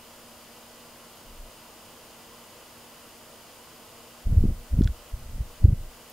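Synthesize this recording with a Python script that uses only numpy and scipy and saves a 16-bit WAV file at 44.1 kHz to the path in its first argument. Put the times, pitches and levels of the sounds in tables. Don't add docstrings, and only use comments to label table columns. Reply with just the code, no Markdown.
import sys
import numpy as np
from scipy import signal
from scipy.fft import rfft, irfft
from scipy.io import wavfile
from scipy.ndimage import uniform_filter1d, minimum_filter1d

SR = 44100
rng = np.random.default_rng(int(sys.argv[2]) if len(sys.argv) > 2 else 0)


def file_out(sig):
    cols = np.atleast_2d(sig).T
    lim = np.clip(cols, -1, 1)
    pcm = np.round(lim * 32767).astype(np.int16)
    wavfile.write(sys.argv[1], SR, pcm)


N = 269892
TIME = np.arange(N) / SR
FREQS = np.fft.rfftfreq(N, 1 / SR)

# pitch in Hz, rms level in dB.
FAN_TONES = [(236.0, -62.5), (323, -70), (629.7, -68.5), (1980, -72)]
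# centre in Hz, rms level in dB, width in Hz.
FAN_WHIRR = [(233, -72, 24), (455.6, -67, 21), (484.7, -66.5, 10.6), (520.7, -68.5, 8), (594, -65, 70),
             (679, -68, 16)]
# frequency in Hz, density in dB per Hz.
ROOM_AIR = [(5, -100), (16, -82), (35, -90), (65, -84.5), (400, -86.5), (750, -88.5), (1100, -93),
            (1450, -92), (1800, -99), (2400, -99), (4000, -110), (16000, -125)]
# frequency in Hz, density in dB per Hz.
CENTRE_HISS = [(100, -100), (1000, -89.5), (2000, -93.5), (2950, -93), (4850, -96), (6850, -99),
               (11000, -103), (16000, -106.5)]
# frequency in Hz, density in dB per Hz.
CHANNEL_FLOOR = [(20, -94.5), (400, -95), (1300, -96.5), (3000, -96), (4200, -95.5), (9000, -95.5),
                 (16000, -96)]
# start and length in seconds, relative level in dB.
HAND_MOVES = [(1.272, 0.16, -37), (4.269, 0.22, -14), (4.729, 0.11, -14.5), (5.135, 0.16, -26),
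              (5.337, 0.086, -22), (5.625, 0.08, -13.5), (5.795, 0.013, -29)]
# frequency in Hz, relative gain in dB.
RUMBLE_EQ = [(5, -28), (20, 6.5), (42, -1), (80, -3), (130, -7.5), (220, -16), (350, -32), (520, -34),
             (800, -44), (2000, -110)]
# time of the peak in seconds, level in dB, centre in Hz,
# judder (2 is a single lump, 10 a few quick shakes).
HAND_THUMPS = [(1.402, -36, 25.9, 4.5), (4.273, -18, 45, 3.8), (4.328, -12, 72, 3.5), (4.381, -8, 77, 15),
               (4.44, -15, 222, 4.3), (4.455, -12, 130, 2.6), (4.51, -25.5, 209, 12),
               (4.732, -17.5, 58.4, 12), (4.790, -9.5, 122, 4.2), (4.811, -8, 193, 5.9),
               (4.858, -11, 77, 4.6), (4.904, -23.5, 56.5, 18), (5.142, -21, 39.8, 2.4),
               (5.409, -17, 45, 3.4), (5.65, -2, 74.7, 6.8), (5.687, -7.5, 65, 5.1),
               (5.732, -11.5, 101, 11.4)]
# start in seconds, peak level in dB, low and high band edges in Hz,
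# scrape decay in seconds.
CASE_TICKS = [(4.82, -34, 1100, 4000, 0.00054), (4.8376, -32, 4000, 6600, 0.00024),
              (4.8445, -29.5, 4030, 6200, 0.00036), (4.875, -25.5, 1250, 4720, 0.0014),
              (6.0990, -40, 12000, 14700, .002)]
# pitch in Hz, relative level in dB, seconds to die away by 60 dB.
CASE_MODES = [(1470, -4, 0.022), (1720, 0, 0.0049), (3410, -1, 0.01), (4090, 2, 0.0031),
              (5300, 2.5, 0.0022), (7000, 7, 0.0027), (13700, -12, .006)]


def amp(db):
    return 10 ** (np.asarray(db) / 20)


def unit_rms(x):
    return x / np.sqrt(np.mean(x ** 2) + 1e-30)


def eq_curve(points):
    hz, db = np.transpose(points)
    return amp(np.interp(np.log(FREQS + 1), np.log(hz + 1), db))


def noise(gain):
    return irfft(rfft(rng.standard_normal(N)) * gain, N) * np.sqrt(SR / 2)


def fan_hum(waver_hz=1.21):
    out = np.zeros(N)
    for hz, db, width in FAN_WHIRR:
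        resonance = 1 / (1 + (2 * (FREQS - hz) / width) ** 2)
        out += amp(db) * unit_rms(noise(resonance))
    for hz, db in FAN_TONES:
        drift = waver_hz * unit_rms(noise(1 / (1 + (FREQS / 2) ** 2)))
        out += amp(db) * np.sqrt(2) * np.sin(2 * np.pi * np.cumsum(hz + drift) / SR)
    return out


def room_tone():
    return noise(eq_curve(ROOM_AIR))


def hollow_hiss(delay_s=0.0005094, feedback=0.43):
    comb = abs(1 + feedback * np.exp(-2j * np.pi * FREQS * delay_s))
    return noise(eq_curve(CENTRE_HISS) / comb)


def self_noise():
    return noise(eq_curve(CHANNEL_FLOOR))


def hand_shake(attack_db_per_s=850, press_db=4, settle_db_per_s=161):
    envelope = np.zeros(N)
    for start, length, db in HAND_MOVES:
        t = TIME - start
        attack = attack_db_per_s * np.minimum(t, 0)
        press = press_db * (np.clip(t / length, 0, 1) - 1)
        settle = -settle_db_per_s * np.maximum(t - length, 0)
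        envelope += amp(np.maximum(db + attack + press + settle, -200))
    return envelope


def handling_rumble(gain_db=-7, gentle_hz=65, firm_db=-18):
    shake = hand_shake()
    full = unit_rms(noise(eq_curve(RUMBLE_EQ)))
    deep = irfft(rfft(full) / (1 + (FREQS / gentle_hz) ** 2), N)
    firmness = np.clip(shake / amp(firm_db), 0, 1) ** 2
    return amp(gain_db) * shake * (firmness * full + (1 - firmness) * deep)


def lump(t, hz, judder):
    return ((1 - 2j * np.pi * hz * t / judder) ** -(judder + 1)).real


def handling_thumps(cutoff_hz=580, knock_db=-15, knock_delay_s=0.00527):
    out = np.zeros(N)
    for peak_s, db, hz, judder in HAND_THUMPS:
        near = abs(TIME - peak_s) < 0.2
        t = TIME[near] - peak_s
        body = amp(db) * lump(t, hz, judder)
        knock = amp(knock_db + 2 * db) * lump(t - knock_delay_s, hz=264, judder=9.2)
        out[near] += body + knock
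    muffle = 1 / np.sqrt(1 + (FREQS / cutoff_hz) ** 12)
    return irfft(rfft(out) * muffle, N)


def hiss_dip(handling, depth_db=-7, knee_db=-41):
    power = abs(uniform_filter1d(handling ** 2, size=1500))
    return amp(depth_db * power / (power + amp(knee_db) ** 2))


def case_ticks(scrape=0.24):
    out, t = np.zeros(N), np.arange(2048) / SR
    ring = sum(amp(db - 60 * t / t60) * np.cos(2 * np.pi * hz * t) for hz, db, t60 in CASE_MODES)
    for start, db, low_hz, high_hz, decay in CASE_TICKS:
        contact = scrape * rng.standard_normal(len(t)) * np.exp(-t / decay)
        contact[0] += 1
        band = signal.butter(2, [low_hz, high_hz], "bandpass", fs=SR, output="sos")
        tick = signal.sosfilt(band, signal.fftconvolve(contact, ring)[:len(t)])
        slot = out[round(start * SR):][:len(t)]
        slot += amp(db) * tick[:len(slot)] / abs(tick).max()
    return out


def limiter(mix, threshold_db=-7, slope=0.54, hold_s=0.059, recover_db_per_s=95, lag_s=0.022):
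    peak_db = 20 * np.log10(abs(mix).max(0) + 1e-9)
    half_hold = round(hold_s * SR / 2)
    held_db = -minimum_filter1d(-peak_db, 2 * half_hold + 1, origin=half_hold)
    release_ramp = TIME * recover_db_per_s
    envelope_db = np.maximum.accumulate(held_db + release_ramp) - release_ramp
    over_db = np.maximum(envelope_db - threshold_db, 0)
    pole = np.exp(-1 / (lag_s * SR))
    duck_db = slope * signal.lfilter([1 - pole], [1, -pole], over_db)
    return mix / amp(duck_db)


def scene(spread_db=-27):
    handling = handling_thumps() + handling_rumble()
    centre = handling + case_ticks() + fan_hum() + room_tone() + hollow_hiss() * hiss_dip(handling)
    sides = [amp(spread_db) * handling_rumble() + self_noise() for channel in range(2)]
    return centre + np.array(sides)


def record(dry, cutoff_hz=15750):
    high_cut = signal.firwin(1023, cutoff_hz, window=("kaiser", 9), fs=SR)
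    return signal.oaconvolve(limiter(dry), high_cut[None], "same")


dry = scene()
out = record(dry)
file_out(out)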